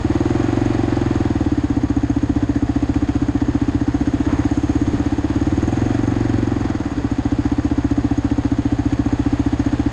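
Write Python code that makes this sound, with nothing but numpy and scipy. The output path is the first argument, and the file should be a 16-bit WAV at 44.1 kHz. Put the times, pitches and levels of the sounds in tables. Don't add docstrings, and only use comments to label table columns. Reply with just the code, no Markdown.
import sys
import numpy as np
from scipy import signal
from scipy.fft import rfft, irfft, next_fast_len
from scipy.io import wavfile
from scipy.ndimage import uniform_filter1d, minimum_filter1d, map_coordinates

SR = 44100
rng = np.random.default_rng(int(sys.argv[2]) if len(sys.argv) > 2 else 0)


def digitize_waveform(pressure):
    field = np.atleast_2d(pressure).T
    bounded = np.clip(field, -1, 1)
    quanta = np.round(bounded * 32767).astype(np.int16)
    wavfile.write(sys.argv[1], SR, quanta)


N = 437472
T = np.arange(N) / SR

# t/s, f/Hz
FIRING_RATE = [(0.0, 18.352), (0.228, 19.558), (0.442, 23.148), (0.884, 22.525), (1.289, 19.891),
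               (1.738, 15.033), (2.41, 15.304), (2.691, 14.811), (3.042, 15.434), (3.427, 15.021),
               (4.083, 15.467), (4.64, 16.664), (5.114, 16.167), (5.571, 18.937), (5.88, 23.404),
               (6.624, 22.108), (7.054, 14.007), (7.472, 15.443), (8.448, 14.649), (9.92, 15.133)]
# t/s at the top of the push, rise/s, hold/s, fall/s, opening/0-1, extra hiss/dB
THROTTLE_PUSHES = [(0.406, 0.87, .45, 0.73, 0.91, 3.5), (4.605, 0.51, 0.12, .5, 0.02, 5),
                   (5.772, 0.46, .75, 0.26, 0.6, 5), (9.55, 0.64, .1, .4, 0, 1)]
# t/s, half-length/s, change/dB
WEAK_FIRINGS = [(5.1, 0.13, -1), (6.72, 0.12, -2), (6.92, 0.035, -5.5), (7.132, 0.095, -2.7)]
# f/Hz, width/Hz, idle level/dB, open-throttle level/dB, sign
PIPE_NOTES = [(56.3, 30.7, -28.5, -30, -1), (78.7, 66, -28.5, -30, 1), (117.1, 18.9, -27, -24, -1),
              (126.4, 6.5, -45, -29.5, 1), (229.2, 98, -34, -35.5, -1), (290.2, 41.4, -25, -22.5, 1),
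              (337, 22.2, -36, -25.5, -1), (386.5, 35, -50.5, -42.5, -1), (486, 30, -50.5, -42.5, 1),
              (541.3, 21, -48, -37.5, -1), (673, 16, -42, -42, 1), (749.6, 21, -37, -31.5, -1),
              (880, 57, -45.5, -43, 1)]
# f/Hz, width/Hz, level/dB
CASING_NOTES = [(551, 23, -5), (699, 49, -3), (778, 25, -1.5), (914, 35, 0), (1030, 39, -2), (1147, 35, 1),
                (1437, 60, 1.5), (1660, 40, 0.5), (1790, 19, 0.5), (1963, 54, 4.5), (2370, 27, 3.5),
                (2776, 130, -4.5), (3354, 69, 0), (4670, 200, -4)]
KNOCKS = [(-.18, .9), (.03, 1), (.24, .8), (.45, .6), (.64, .5)]
# t/s, rumble level/dB, crunch level/dB
ICE_ROUGHNESS = [(0, -37.5, -32.5), (1.1, -40, -32.5), (2, -34, -38.5), (3.6, -33, -36.5), (5.15, -31, -34),
                 (6.8, -31, -36), (7.3, -37.5, -35.5), (8.5, -38, -36.5), (9.4, -39, -33.5)]
# t/s, level/dB
TICK_TIMES = [(2.9418, -31.5), (3.089, -34), (3.1397, -44), (3.284, -44), (3.6896, -36), (8.302, -34),
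              (8.9294, -30), (9.7947, -38.5)]
# t/s, thud level/dB, crunch level/dB
JOLTS = [(4.27, -23, -27), (4.925, -14, -40), (5.36, -27, -42.5), (6.602, -30, -41)]

# f/Hz, relative level/dB
GAS_TONE = [(100, -12.5), (250, 12), (420, -1), (560, 0.5), (640, -1), (780, 4), (900, 0), (1020, -7.5),
            (1150, -5.5), (1500, -12), (2500, -17), (6000, -66)]
GROWL_TONE = [(250, -19.5), (420, 5.5), (560, 6.5), (760, 4.5), (930, -1), (1090, 3), (1270, -11.5),
              (1460, -4), (1650, -9.5), (1960, -3.5), (2150, -11.5), (2370, -4), (2650, -15.5), (4000, -25),
              (9000, -60.5)]
FIZZ_TONE = [(2000, -35), (4500, -7.5), (5900, -9), (6800, 1), (8000, -7), (9500, -14.5), (11500, -24.5),
             (14000, -42)]
RATTLE_TONE = [(300, 1), (700, 3.5), (1300, -1.5), (1800, 1.5), (2200, -9), (2900, -13), (3350, -9),
               (3900, -15.5), (4700, -11), (5950, -19), (7200, -20.5), (9000, -34.5), (11500, -64),
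               (14000, -46.5)]
CASING_TONE = [(350, -25.5), (550, -3.5), (750, 7.5), (950, -3.5), (1130, 1), (1400, -6.5), (1800, -2),
               (2200, -19.5), (2800, -13.5), (3400, -19), (4600, -24.5), (9000, -57)]
TYRE_TONE = [(150, 9), (500, 3), (1100, -3.5), (1900, -14), (2300, -9), (4000, -14.5), (5000, -17.5),
             (6000, -30), (7300, -22.5), (9500, -33), (12000, -63)]
RUMBLE_TONE = [(15, -21), (35, -5.5), (65, -1.5), (110, 0), (160, -6), (300, -4.5), (450, -13),
               (900, -40.5), (4000, -120)]
TICK_TONE = [(500, -9), (1200, 5), (1900, -0.5), (2300, 2.5), (2700, -1), (3200, -2), (3700, -14),
             (7000, -9.5), (10000, -35), (14000, -60.5)]
BUMP_TONE = [(200, -11), (500, 1.5), (950, 2.5), (1400, -2), (1900, -3.5), (2500, -14.5), (4500, -23),
             (9000, -50)]


def amp(db):
    return 10 ** (np.asarray(db) / 20)


def unit(x):
    return x / np.sqrt(np.mean(x ** 2) + 1e-20)


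def curves(rows):
    times, *columns = np.transpose(rows)
    return [np.interp(T, times, column) for column in columns]


def white():
    return rng.standard_normal(N)


def wobble(rate):
    points = rng.standard_normal(int(N * rate / SR) + 4)
    steps = np.arange(0, len(points) - 1, 1 / 10)
    return np.interp(T * rate, steps, map_coordinates(points, [steps]))


def filtered(x, response):
    size = next_fast_len(N + SR // 2)
    return irfft(rfft(x, size) * response(np.fft.rfftfreq(size, 1 / SR)), size)[:N]


def coloured(x, tone):
    hz, db = np.transpose(tone)
    return unit(filtered(x, lambda f: amp(np.interp(np.log(f + 1), np.log(hz), db))))


def resonance(f, hz, width):
    return 1j * f * width / (hz * hz - f * f + 1j * f * width)


def fading(start, rise, life):
    age = np.maximum(T - start, 0)
    return (1 - np.exp(-age / rise)) * np.exp(-age / life)


def swell(at, width):
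    return np.exp(-.5 * ((T - at) / width) ** 2)


def hump(cycle, at, width):
    distance = (cycle - at + .5) % 1 - .5
    return np.exp(-.5 * (distance / width) ** 2)


def puff(cycle, at, width):
    return hump(cycle, at, width) / (width * np.sqrt(2 * np.pi))


def strike(cycle, at):
    turns = np.floor(cycle - at)
    return np.diff(turns, prepend=turns[0])


def engine_cycles(firing_hz):
    return .161 + np.cumsum(firing_hz) / SR + .0015 * wobble(15)


def throttle_opening():
    total = 0
    for at, rise, hold, fall, opening, _ in THROTTLE_PUSHES:
        press, release = 1 + (T - at) / rise, 1 - (T - at - hold) / fall
        total += opening * np.clip(np.minimum(press, release), 0, 1)
    return np.clip(total, 0, 1)


def pipe_ring(f, throttle, stretch):
    return sum(np.sign(sign) * amp(idle_db + throttle * (open_db - idle_db))
               * resonance(f, hz * stretch, width) for hz, width, idle_db, open_db, sign in PIPE_NOTES)


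def thump(cycle, firing_hz, throttle):
    fill = 1 - np.exp(-throttle / .063)
    dips_db = sum(db * swell(at, width) for at, width, db in WEAK_FIRINGS)
    strength_db = -1 + 3 * fill + dips_db
    snap_width = .00039 * firing_hz
    gulp = 1.77 * puff(cycle, .202, .054) * amp(.3 * wobble(17))
    snaps = puff(cycle, 0, snap_width) + .29 * puff(cycle, .108, snap_width)
    flow = (snaps + gulp) * amp(strength_db + .2 * wobble(15))
    opened = throttle ** 1.5
    idling = filtered(flow * (1 - opened), lambda f: pipe_ring(f, throttle=0, stretch=1))
    pulling = filtered(flow * opened, lambda f: pipe_ring(f, throttle=.95, stretch=1.052))
    return idling + pulling * amp(opened - 1)


def gas_rush(cycle, level_db):
    surge = .5 + .75 * hump(cycle, .09, .1) + .3 * hump(cycle, .38, .09)
    return amp(level_db) * coloured(surge * white(), GAS_TONE)


def growl(cycle, throttle, full_db):
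    rasp = white() * fading(0, .005, .018)
    rasps = signal.fftconvolve(strike(cycle, 0), rasp[:SR // 10])[:N]
    return amp(full_db) * throttle * coloured(rasps, GROWL_TONE)


def intake_hiss(cycle, base_db):
    level_db = base_db + sum(db * swell(at, .3) for at, *_, db in THROTTLE_PUSHES)
    suction = .5 + hump(cycle, .012, .06) * amp(2.5 * wobble(42))
    whistle = filtered(suction * white(), lambda f: resonance(f, 6506, 170) * resonance(f, 6700, 800))
    fizz = coloured((1 + suction) * white(), FIZZ_TONE)
    return amp(level_db) * unit(whistle) + amp(level_db - 5) * fizz


def chain_rattle(cycle, level_db):
    accents = 1 + .4 * hump(cycle, .07, .2) + .35 * hump(cycle, -.15, .03)
    flicker = amp(1.9 * wobble(130))
    return amp(level_db) * coloured(accents * flicker * white(), RATTLE_TONE)


def valve_clatter(cycle, level_db):
    knocks = sum(size * strike(cycle, at) for at, size in KNOCKS) * amp(wobble(40))
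    ring = white() * fading(0, .002, .014)
    blur = signal.fftconvolve(knocks, ring[:SR // 10])[:N]
    notes = filtered(knocks, lambda f: sum((-1) ** k * amp(db) * resonance(f, hz, width)
                                           for k, (hz, width, db) in enumerate(CASING_NOTES)))
    return amp(level_db) * coloured(unit(notes) + amp(2) * unit(blur), CASING_TONE)


def tyre_crunch(level_db, grains_per_s=8000):
    grains = white() * (rng.random(N) < grains_per_s / SR)
    return amp(level_db + .6 * wobble(13)) * coloured(grains, TYRE_TONE)


def rumble(low_noise, level_db):
    return amp(level_db + 2.6 * wobble(8)) * low_noise


def ticks():
    bursts = sum(amp(db) * fading(at, .00014, .0079) for at, db in TICK_TIMES)
    return bursts * coloured(white(), TICK_TONE)


def bumps(low_noise):
    thuds = sum(amp(db) * fading(at, .004, .02) for at, db, _ in JOLTS)
    crunches = sum(amp(db) * fading(at, .02, .13) for at, _, db in JOLTS)
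    return thuds * low_noise + crunches * coloured(white(), BUMP_TONE)


def scene():
    firing_hz, = curves(FIRING_RATE)
    rumble_db, crunch_db = curves(ICE_ROUGHNESS)
    cycle, throttle = engine_cycles(firing_hz), throttle_opening()
    gas = thump(cycle, firing_hz, throttle)
    gas += gas_rush(cycle, level_db=-35.5 + 3 * throttle)
    gas += growl(cycle, throttle, full_db=-33.5)
    hiss = intake_hiss(cycle, base_db=-54)
    idle_hz = 14.85
    shake_db = 2.5 * np.log2(firing_hz / idle_hz) + .33 * (crunch_db - crunch_db.mean())
    metal = chain_rattle(cycle, -38.5 + shake_db) + valve_clatter(cycle, -42 + shake_db)
    low_noise = coloured(white(), RUMBLE_TONE)
    ride = tyre_crunch(crunch_db) + rumble(low_noise, rumble_db) + ticks() + bumps(low_noise)
    return (gas + hiss + metal + ride)[None]


def record(dry):
    ceiling, top_hz = .53, 14100
    needed = ceiling / np.maximum(np.abs(dry[0]), ceiling)
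    gain = uniform_filter1d(minimum_filter1d(needed, size=800), size=400)
    return filtered(dry[0] * gain, lambda f: f < top_hz)[None]


dry = scene()
out = record(dry)
digitize_waveform(out)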